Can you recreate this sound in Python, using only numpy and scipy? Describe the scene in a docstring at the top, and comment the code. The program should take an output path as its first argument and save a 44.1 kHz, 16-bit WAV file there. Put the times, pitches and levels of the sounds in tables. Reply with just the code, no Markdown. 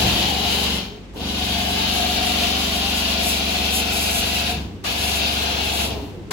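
"""A foam lance sprays a car in a self-service wash bay: filtered noise hisses on the left, with shifting echoes.
Dull gliding thuds open the scene; the trigger is let go at 0.76 s, held from 1.13 to 4.5 s and 4.84 to 5.85 s,
and pulled once more at 6.3 s. While it is held, noise drops spatter as foam, resonators hoot as the foam barrel
and shaft harmonics throb and knock as a three-plunger pump. At each release the line groans in short glides,
the pump sags and fades, and the motor's hum stays."""
import sys
import numpy as np
from scipy import signal
from scipy.fft import rfft, irfft
from scipy.io import wavfile

SR = 44100
rng = np.random.default_rng(int(sys.argv[2]) if len(sys.argv) > 2 else 0)


def dump(signal):
    """Clip the signal to [-1, 1] and save it as 16-bit WAV at the path in sys.argv[1]."""
    limited = np.clip(np.atleast_2d(signal).T, -1, 1)
    pcm = np.round(limited * 32767).astype(np.int16)
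    wavfile.write(sys.argv[1], SR, pcm)


N = 278712
TIME_S = np.arange(N) / SR
BINS_HZ = np.fft.rfftfreq(N, 1 / SR)

# Motor hum, beating with the plungers' throb: (time [s], lower line [dB], upper line [dB])
HUM_LEVELS = [(0.3, -49, -51), (1.1, -45, -49), (1.65, -45, -40), (3.1, -44, -49), (4.7, -47, -41),
              (5.5, -51, -45), (6.15, -53, -38.5), (6.3, -54, -45)]
# Hum lines: (lower, upper) [multiples of shaft speed]
HUM_LINES = (2, 4)
# Low wash of the surroundings: (frequency [Hz], density [dB per Hz, relative])
WASH_SPECTRUM = [(25, -35), (50, 6), (100, 0), (200, 0), (420, -3.5), (600, -16), (1100, -28), (4500, -60)]
# Low wash, louder around the pauses: (time [s], level [dB])
WASH_LEVELS = [(1.0, -40.5), (3.2, -43.5), (4.75, -37), (5.5, -43), (6.1, -36.5), (6.3, -36.5)]
# Distant hiss outside the bay: (frequency [Hz], density [dB per Hz, relative])
AIR_SPECTRUM = [(300, -11), (700, 0), (1100, -4), (2500, -5), (4500, -12), (8000, -19), (16000, -45)]
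# Dull bumps: (start [s], length [s], start pitch [Hz], end pitch [Hz], level [dB])
BUMP_GLIDES = [(0.019, 0.057, 71, 48, -29), (0.1, .12, 58, 57, -33), (0.04, 0.061, 116, 107, -26),
               (0.0068, 0.11, 196.6, 182, -28), (.12, 0.061, 129, 113, -30), (0.087, 0.2, 354, 310, -35.5),
               (.02, 0.091, 400, 303, -32.5), (0.21, 0.085, 115, 112, -39)]

# Trigger pulls: (opens [s], shuts [s], pump unloads [s], lance fill time [s], fade pace [1 = usual],
# spit level [dB], spit decay [s])
TRIGGER_PULLS = [(-1, 0.76, 0.755, 0.01, 0.93, -40, 0.05), (1.133, 4.505, 4.62, 0.078, 1.05, -51, 0.12),
                 (4.838, 5.845, 5.98, 0.008, 0.9, -28, 0.06), (6.307, 7, 7.1, 0.07, 1, -22, 0.045)]
OPENS_S, SHUTS_S, UNLOADS_S, FILL_S, FADE_PACE, SPIT_DB, SPIT_DECAY_S = np.transpose(TRIGGER_PULLS)

# Water rush in hose and lance: (frequency [Hz], density [dB per Hz, relative])
RUSH_SPECTRUM = [(25, -31), (45, -21), (70, 3), (130, -2), (200, 1), (300, 4), (420, 1.5), (600, -3),
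                 (900, -2.5), (2000, -30)]
# Water rush: (time [s], level [dB])
RUSH_LEVELS = [(0, -28.5), (0.45, -34.5), (1.6, -36.5), (2.9, -40), (3.6, -36), (4.3, -42.5), (5.6, -34)]
# Left-right difference of jet and water: (frequency [Hz], left above right [dB])
LEFT_EXCESS = [(300, -0.5), (560, 4.5), (1100, 3), (1800, 0.5), (2900, 3), (4400, 5), (7500, 4), (10000, 0)]

# Loaded shaft: (time [s], speed [Hz])
SHAFT_SPEED = [(0, 23.85), (1.6, 23.885), (2.5, 23.87), (4.3, 23.835), (5.5, 23.82)]
# Casing knock: (order [multiple of shaft speed], level [dB, relative])
KNOCK_ORDERS = [(7, -3.5), (8, 3), (9, 2.5), (10, 1), (11, -4.5), (12, -2), (13, -11.5), (14, -9.5),
                (16, -12), (19, -12.5), (22, -13.5)]
# Knock along the way through the bay: (time [s], level [dB], tilt [dB per order], echo blur [rad])
KNOCK_COURSE = [(0.15, -30, -1, 2), (0.45, -34, -0.5, 1.1), (0.68, -31.5, -0.9, 1.5), (1.25, -31, 1, 0.69),
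                (1.45, -31.5, -0.5, 0.47), (2.4, -30.5, 0.5, 0.98), (3.1, -31.5, -0.5, 1.1),
                (3.8, -33, 0.5, 1.3), (4.35, -33.5, -0.5, 0.85), (5.1, -34.5, 0.3, 1.3),
                (5.8, -36.5, -0.5, 1.1)]
# Motor drone along standing waves in the bay, one table per line: (time [s], level [dB])
DRONE_LOW_LEVELS = [(0, -34), (0.5, -41.5), (1.7, -40.5), (3.2, -53), (4.3, -45), (5.8, -45)]
DRONE_MID_LEVELS = [(0.1, -48), (0.58, -36.5), (0.8, -48), (1.5, -47), (1.9, -41.5), (2.6, -41), (3.0, -44),
                    (3.8, -43.5), (4.5, -46.5), (5.6, -46.5)]
DRONE_HIGH_LEVELS = [(0.1, -44), (0.45, -42.5), (1.4, -52), (2.4, -51), (3.2, -53), (3.9, -43.5),
                     (4.6, -53.5), (5.8, -46.5)]
# Drone lines: (low, mid, high) [multiples of shaft speed]
DRONE_LINES = (5, 17, 20)

# Line groans under pressure changes: (start [s], length [s], start pitch [Hz], end pitch [Hz], level [dB])
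GROAN_GLIDES = [(0.851, 0.2, 428, 408, -45.5), (1.125, .14, 192, 189, -41), (4.501, 0.068, 440, 460, -38.5),
                (4.54, .07, 210, 110, -34), (4.84, 0.13, 190.4, 185, -37), (5.87, 0.13, 660, 640, -43),
                (5.886, 0.046, 436, 462, -40), (5.901, 0.163, 428.4, 408, -35.5),
                (5.988, 0.086, 257, 302, -35), (6.06, .08, 338, 330, -51), (6.081, 0.054, 400, 420, -41),
                (6.11, .11, 511, 464, -43), (6.165, 0.067, 354, 348, -38.5),
                (6.277, 0.087, 430, 414, -37.5), (6.304, 0.032, 1083, 500, -32)]
# Valve spit: (frequency [Hz], density [dB per Hz, relative])
SPIT_SPECTRUM = [(200, -18), (500, -3), (850, 8), (1400, 2.5), (2800, -3), (4500, -1.5), (8000, -9),
                 (16000, -15)]

# Foam spatter: (frequency [Hz], density [dB per Hz, relative])
FOAM_SPECTRUM = [(1500, -18), (4000, -5), (6500, 1.5), (8500, -0.5), (11000, 3), (13000, -0.5), (16000, -7)]
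# Foam fan sweeping over a near panel: (middle [s], length [s], boost [dB])
PANEL_SWEEPS = [(1.49, 0.16, 3.5), (1.96, 0.074, 5), (2.992, 0.067, 4), (3.296, 0.1, 9), (3.488, 0.1, 1.5),
                (3.77, 0.09, 9.5), (4.042, 0.16, 7), (4.192, 0.13, 7), (4.368, 0.076, 5.5), (5.07, 0.12, 5),
                (5.8, 0.27, 2.5), (6.09, 0.12, 14)]

# Barrel hoot: (time [s], pitch [Hz], strength [dB; halved for the broad band])
HOOT_COURSE = [(0, 751, 5), (0.16, 702, -2), (0.27, 763, -1.5), (0.48, 693, -1), (0.56, 780, -5),
               (0.75, 764, -5), (1.35, 725, 4), (1.55, 705, 3), (1.69, 745, 5.5), (1.85, 738, -5),
               (2.0, 724, 3), (2.22, 724, 1), (2.32, 704, 1), (2.48, 705, 4.5), (2.6, 755, -5),
               (2.67, 710, -7), (2.75, 720, 6.5), (2.85, 752, -3), (2.97, 732, 2), (3.3, 713, 0),
               (3.55, 717, -1), (4.15, 720, 1.5), (4.5, 705, -0.5), (4.95, 725, -3), (5.2, 716, 0),
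               (5.5, 708, -2.5), (5.65, 766, -4), (5.88, 680, -3)]
# Side resonances as the foam thickens: (time [s], lower [dB re hoot], upper [dB re hoot])
SIDE_LEVELS = [(0.1, -13, -18), (0.32, -19, 1), (0.7, -15, -12), (1.4, -17, -15), (1.82, -5.5, -2.5),
               (2.2, -7, -15), (2.7, -15, -20), (3.2, -2.5, -10), (3.6, -10, -16), (4.12, -8, -7),
               (4.4, -13, -16), (5.0, -12, -8), (5.45, -11, -7), (5.8, -3.5, -6)]
# Hoot locked into a whistle: (start [s], length [s], start pitch [Hz], end pitch [Hz], level [dB])
WHISTLE_GLIDES = [(0.29, 0.14, 748, 735, -35), (0.429, 0.075, 720, 720, -29), (1.601, 0.13, 723, 741, -33),
                  (1.949, 0.1, 730, 695, -30), (2.06, 0.097, 719, 723, -29.5), (2.161, 0.14, 737, 744, -33),
                  (2.523, 0.12, 731, 794, -34.5), (2.75, 0.18, 760, 798, -36), (3.063, 0.15, 676, 661, -38),
                  (3.52, 0.076, 740, 722, -34), (4.034, 0.31, 675.5, 670, -38),
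                  (4.462, 0.11, 720, 722, -29), (5.462, 0.11, 726, 710, -35), (5.55, 0.096, 695, 646, -39)]

# Jet hiss: (frequency [Hz], density [dB per Hz, relative])
JET_SPECTRUM = [(300, -18.5), (600, -6.5), (950, -7.5), (1250, -9.5), (1550, -7.5), (1850, -10.5),
                (2300, -3.5), (2800, 0), (3400, 1), (4300, -1), (5500, -8.5), (7000, -15), (9000, -58),
                (16000, -16)]
# Lance position, common to jet, spatter and hoot: (time [s], level before each source's offset [dB])
LANCE_LEVELS = [(0.06, -18.5), (0.3, -21.5), (0.375, -24.5), (0.45, -21.5), (0.64, -21), (0.76, -24),
                (1.4, -24), (1.9, -22), (2.38, -20.5), (2.75, -22), (3.8, -22.5), (4.45, -22.5),
                (4.87, -23.5), (5.08, -22.5), (5.35, -23), (5.85, -23.5)]
# Nozzle ring, sinking as the lance is carried forward: (time [s], frequency [Hz])
NOZZLE_RING = [(0, 2990), (1.6, 3040), (2.4, 2800), (2.65, 2990), (3.2, 2690), (4.3, 2680), (5.0, 2640),
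               (5.9, 2780)]
# Bay reverberation: (frequency [Hz], density [dB per Hz, relative])
BAY_SPECTRUM = [(300, -6), (600, -2.5), (1100, 2), (1700, -3.5), (3000, 0.5), (4500, -8.5), (7000, -13.5),
                (12000, -38), (16000, -40)]

# Fall rates hold at fade pace 1; rises are time constants.
AIR_DB = -50.5
RUSH_RISE_S, RUSH_FALL_DB_PER_S, GUSH_DB, GUSH_S = 0.01, 73, 2, 0.14
SAG_HZ, SAG_S, SAG_LAG_S = 2, 0.1561, 0.078
KNOCK_S, THROB_LAG_TURNS = 1.467, 0.28  # moment of one knock; throb peaks this much later
THROB_DB, THROB_RISE_S, THROB_FALL_DB_PER_S = -32.5, 0.069, 140
SURGE_DB, SURGE_S = 2.5, 0.099
KNOCK_RISE_S, KNOCK_FALL_DB_PER_S = 0.045, 76
# Offsets from the lance level; spatter and hoot lag as multiples of the fill time
SPATTER_DB, SPATTER_LAG, SPATTER_FALL_DB_PER_S = -12, 1.24, 172
HOOT_DB, HOOT_LAG, HOOT_FALL_DB_PER_S = -9, 1.8, 97
JET_DB, JET_FALL_DB_PER_S = -0.5, 120
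BAY_DB, BAY_FALL_DB_PER_S = -16, 52
UNDERTONE_HZ, UNDERTONE_WIDTH_HZ = 669, 46
OVERTONE_HZ, OVERTONE_WIDTH_HZ = 826, 100
EDGE_HZ = 15900


def gain_of(db):
    """Decibels to amplitude."""
    return 10 ** (np.asarray(db) / 20)


def evened(x):
    """Scales to rms 1."""
    return x / np.sqrt(np.mean(x ** 2) + 1e-20)


def noise(channels=None):
    """White Gaussian noise, mono by default."""
    return rng.standard_normal(N if channels is None else (channels, N))


def curves(rows):
    """Table columns, interpolated linearly in time."""
    time_s, *columns = np.transpose(rows)
    return [np.interp(TIME_S, time_s, column) for column in columns]


def spectrum_db(rows):
    """Spectrum table, interpolated in dB over log frequency."""
    hz, db = np.transpose(rows)
    return np.interp(np.log(BINS_HZ + 1), np.log(hz), db)


def coloured(x, spectrum):
    """Filters x by a spectrum, at rms 1."""
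    return evened(irfft(rfft(x) * gain_of(spectrum_db(spectrum)), N))


def drift(rate_hz):
    """Low-passed noise for slow random changes, rms 1."""
    return evened(irfft(rfft(noise()) / (1 + (BINS_HZ / rate_hz) ** 2), N))


def resonate(x, hz, width_hz):
    """Double-pole resonance following hz, at rms 1."""
    turn = np.exp(2j * np.pi * np.cumsum(hz * np.ones(N)) / SR)
    radius = np.exp(-np.pi * width_hz / SR)
    lowered = x / turn  # shifts the resonance to 0 Hz
    filtered = signal.lfilter([1], [1, -2 * radius, radius * radius], lowered)
    return evened((turn * filtered).real)


def ports(direct, wet, lead_ms=0):
    """Stereo: direct sound leads on the left by lead_ms; power share wet is diffuse wall sound."""
    late = irfft(rfft(direct) * np.exp(-2j * np.pi * BINS_HZ * lead_ms / 1000), N)
    wet = np.clip(wet, 0, 1)
    diffuse = noise(2)
    return np.sqrt(1 - wet) * evened(np.array([direct, late])) + np.sqrt(wet) * diffuse


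def panned(x, left_db):
    """Raises left over right by a number of dB or by a spectrum."""
    if np.ndim(left_db):
        left_db = spectrum_db(left_db)
    return irfft(rfft(x) * gain_of(left_db * np.array([[.5], [-.5]])), N)


def swell(middle_s, length_s):
    """Gaussian hump of height 1 and half-height width length_s."""
    return .5 ** ((2 * (TIME_S - middle_s) / length_s) ** 2)


def held(rise_s, ends_s, fall_db_per_s):
    """Gain that builds up at each trigger pull, holds to its end, then decays exponentially."""
    since_s = np.maximum(TIME_S[:, None] - OPENS_S, 0)
    after_s = np.maximum(TIME_S[:, None] - ends_s, 0)
    build_up = (1 - np.exp(-since_s / rise_s)) ** 2
    return (build_up * gain_of(-fall_db_per_s * FADE_PACE * after_s)).max(axis=1)


def tone(start_s, length_s, start_hz, end_hz, db, waver=0.0071):
    """Short, unsteady sine glide under a half-sine envelope."""
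    t = np.arange(0, length_s, 1 / SR)
    wander = np.interp(t, np.linspace(0, length_s, 8), rng.standard_normal(8))
    hz = np.interp(t, [0, length_s], [start_hz, end_hz]) * (1 + waver * wander)
    envelope = np.sin(np.pi * t / length_s)
    sound = envelope * np.sqrt(2) * np.sin(2 * np.pi * np.cumsum(hz) / SR)
    return gain_of(db) * np.interp(TIME_S, start_s + t, sound, left=0, right=0)


def shaft(sag_hz=0):
    """Shaft angle [rad], zero at KNOCK_S; speed sags by sag_hz against the shut valve."""
    stalls = sum(swell(s + SAG_LAG_S, SAG_S) for s in UNLOADS_S)
    turns = np.cumsum(curves(SHAFT_SPEED)[0] - sag_hz * stalls) / SR
    return 2 * np.pi * (turns - np.interp(KNOCK_S, TIME_S, turns))


def yard():
    """Unbroken motor hum as two shaft harmonics, plus noise for the low wash and distant hiss."""
    angle = shaft() - 2 * np.pi * THROB_LAG_TURNS
    hum = sum(gain_of(db) * evened(np.cos(k * angle)) for k, db in zip(HUM_LINES, curves(HUM_LEVELS)))
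    air_gain = gain_of(AIR_DB + 0.75 * drift(rate_hz=17))
    air = air_gain * coloured(ports(noise(), wet=1.0), AIR_SPECTRUM)
    wash = gain_of(curves(WASH_LEVELS)[0]) * coloured(ports(noise(), wet=0.23), WASH_SPECTRUM)
    return hum + air + wash


def bump():
    """Dull, brief thuds as unsteady low glides."""
    return sum(tone(*row, waver=0.051) for row in BUMP_GLIDES)


def roar():
    """Low water rush in hose and lance, drumming on the doors; gushes as flow starts or stops."""
    rush = panned(coloured(ports(noise(), wet=0.42), RUSH_SPECTRUM), LEFT_EXCESS)
    gush_times_s = [*(OPENS_S + FILL_S), *(UNLOADS_S - GUSH_S / 2)]
    gushes = sum(swell(s, GUSH_S) for s in gush_times_s)
    level_db = curves(RUSH_LEVELS)[0] + GUSH_DB * gushes
    return rush * gain_of(level_db) * held(RUSH_RISE_S, UNLOADS_S, RUSH_FALL_DB_PER_S)


def plunger_throb(angle):
    """Three strokes a turn; swells against the shut valve around unloading."""
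    strokes = np.cos(3 * (angle - 2 * np.pi * THROB_LAG_TURNS))
    surge = sum(swell(s, SURGE_S) for s in UNLOADS_S)
    level = gain_of(THROB_DB + SURGE_DB * surge)
    return evened(strokes) * level * held(THROB_RISE_S, UNLOADS_S, THROB_FALL_DB_PER_S)


def casing_knock(angle, dispersion_rad=0.2396, wander_db=1.07):
    """One knock a turn from shaft harmonics, spread in time by pipes and shifting echoes."""
    level_db, tilt_db, blur_rad = curves(KNOCK_COURSE)
    knock = 0
    for k, order_db in KNOCK_ORDERS:
        above = np.clip(k - 9, -4, 4)
        lag_rad = dispersion_rad * (k - 9) ** 2 + blur_rad * drift(rate_hz=0.2)
        gain = gain_of(order_db + tilt_db * above + wander_db * drift(rate_hz=1.5))
        knock = knock + gain * np.cos(k * angle - lag_rad)
    return evened(knock) * gain_of(level_db)


def motor_drone(angle):
    """Three shaft harmonics, each swelling and fading along standing waves."""
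    drone = 0
    for k, levels in zip(DRONE_LINES, (DRONE_LOW_LEVELS, DRONE_MID_LEVELS, DRONE_HIGH_LEVELS)):
        line = evened(np.cos(k * angle + rng.uniform(0, 2 * np.pi)))
        drone = drone + gain_of(curves(levels)[0]) * line
    return drone


def pump(slack_rad=0.002):
    """Throb, knock and drone off one shaft; drive slack smears the high orders."""
    load = held(KNOCK_RISE_S, UNLOADS_S, KNOCK_FALL_DB_PER_S)
    angle = shaft(SAG_HZ) + slack_rad * drift(rate_hz=12)
    return plunger_throb(angle) + (casing_knock(angle) + motor_drone(angle)) * load


def valve():
    """Decaying noise spit at each trigger opening, and short gliding groans of the line."""
    bursts = 0
    for s, db, decay_s in zip(OPENS_S, SPIT_DB, SPIT_DECAY_S):
        attack = np.clip((TIME_S - s) / 0.0043, 0, 1)
        bursts = bursts + gain_of(db) * attack * np.exp(-abs(TIME_S - s) / decay_s)
    spits = bursts * coloured(ports(noise(), wet=0.84, lead_ms=0.51), SPIT_SPECTRUM)
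    return panned(spits, left_db=3.5) + sum(tone(*row) for row in GROAN_GLIDES)


def spatter(lance_db, drops_per_s=14000):
    """Foam drops burst on bodywork: random impulses, lagging the jet and harder on near panels."""
    sizes = gain_of(2.0 * np.minimum(rng.exponential(1, N), 5)) * rng.choice([-1, 1], N)
    drops = sizes * (rng.random(N) < drops_per_s / SR)
    fizz = coloured(ports(drops, wet=0.045, lead_ms=-0.2737), FOAM_SPECTRUM)
    sweep_db = sum(db * swell(s, length_s) for s, length_s, db in PANEL_SWEEPS)
    level_db = lance_db + SPATTER_DB + sweep_db + 1.66 * drift(rate_hz=10.0)
    return fizz * gain_of(level_db) * held(SPATTER_LAG * FILL_S, SHUTS_S, SPATTER_FALL_DB_PER_S)


def barrel(lance_db, steadiness=0.16, gurgle_db=2):
    """Drawn-in air rings the foam barrel: a wavering hoot between two fuzzy side resonances."""
    hz, strength_db = curves(HOOT_COURSE)
    under_db, over_db = curves(SIDE_LEVELS)
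    broad = resonate(ports(noise(), wet=0.83, lead_ms=0.5), hz, width_hz=163)
    under = resonate(ports(noise(), wet=0.63, lead_ms=0.88), UNDERTONE_HZ, UNDERTONE_WIDTH_HZ)
    over_hz = OVERTONE_HZ * (1 + 0.028 * drift(rate_hz=5.3))
    over = resonate(ports(noise(), wet=0.45, lead_ms=0.54), over_hz, OVERTONE_WIDTH_HZ)
    narrow_hz = hz * (1 + 0.018 * drift(rate_hz=5.4))
    narrow = signal.hilbert(resonate(ports(noise(), wet=0.25, lead_ms=0.2), narrow_hz, width_hz=35))
    narrow = evened(narrow.real / (abs(narrow) + 0.1) ** steadiness)  # partly levelled envelope
    hoot = gain_of(-5.0 + strength_db / 2) * broad + gain_of(-7.0 + strength_db) * narrow
    ring = hoot + gain_of(under_db) * under + gain_of(over_db) * over
    flow = gain_of(lance_db + HOOT_DB) * held(HOOT_LAG * FILL_S, SHUTS_S, HOOT_FALL_DB_PER_S)
    whistles = sum(tone(*row, waver=0.0085) for row in WHISTLE_GLIDES)
    whistles = whistles * gain_of(gurgle_db * drift(rate_hz=41))
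    return panned(ring * flow + whistles, left_db=6.5)


def echoed(x, count=16, nearest_ms=2.5, spread_ms=7, sway_ms=0.094, walk_ms_per_s=0.3428):
    """Reflections off car, floor and walls: shifting delays comb x into drifting streaks."""
    fine = signal.resample(x, 4 * N)  # for quarter-sample delays
    out = 0
    for k, (place, heading, sway, sign) in enumerate(rng.random((count, 4))):
        delay_ms = nearest_ms + spread_ms * (k + place) / count
        walk = walk_ms_per_s * (2 * heading - 1) * TIME_S
        shift_ms = walk + sway_ms * np.sin(np.pi * (TIME_S + 2 * sway))
        arrival = np.rint(4 * SR * (TIME_S - (delay_ms + shift_ms) / 1000)).astype(int) % len(fine)
        out = out + np.sign(sign - .5) * fine[arrival]
    return evened(out)


def jet(lance_db, echo_db=0, ring_db=-7):
    """Nozzle turbulence fluttering as air and soap mix unevenly; bay reverberation outlasts it."""
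    turbulence = noise()
    echoes = np.array([echoed(turbulence), echoed(turbulence)])
    heard = ports(turbulence, wet=0.66, lead_ms=0.483) + gain_of(echo_db) * echoes
    ring = resonate(noise(2), curves(NOZZLE_RING)[0], width_hz=560)
    hiss = evened(coloured(heard, JET_SPECTRUM) + gain_of(ring_db) * ring)
    level_db = lance_db + JET_DB + 0.67 * drift(rate_hz=11.0)
    flow = held(FILL_S, SHUTS_S, JET_FALL_DB_PER_S)
    # slight random unevenness of the hiss as it rises and fades
    unevenness_db = 1.1 * drift(rate_hz=13) * (1 - flow)
    tail_gain = gain_of(lance_db + BAY_DB) * held(FILL_S, SHUTS_S, BAY_FALL_DB_PER_S)
    tail = coloured(noise(2), BAY_SPECTRUM) * tail_gain
    return panned(hiss, LEFT_EXCESS) * gain_of(level_db + unevenness_db) * flow + tail


def scene():
    """Sums surroundings, pump and lance."""
    lance_db = curves(LANCE_LEVELS)[0]
    background = yard() + bump() + roar() + pump()
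    lance = valve() + spatter(lance_db) + barrel(lance_db) + jet(lance_db)
    return background + lance


def record(dry):
    """Low-pass band limit at EDGE_HZ."""
    low_pass = signal.firwin(511, EDGE_HZ, window=("kaiser", 9), fs=SR)
    return signal.oaconvolve(dry, low_pass[None], "same")


dry = scene()
out = record(dry)
dump(out)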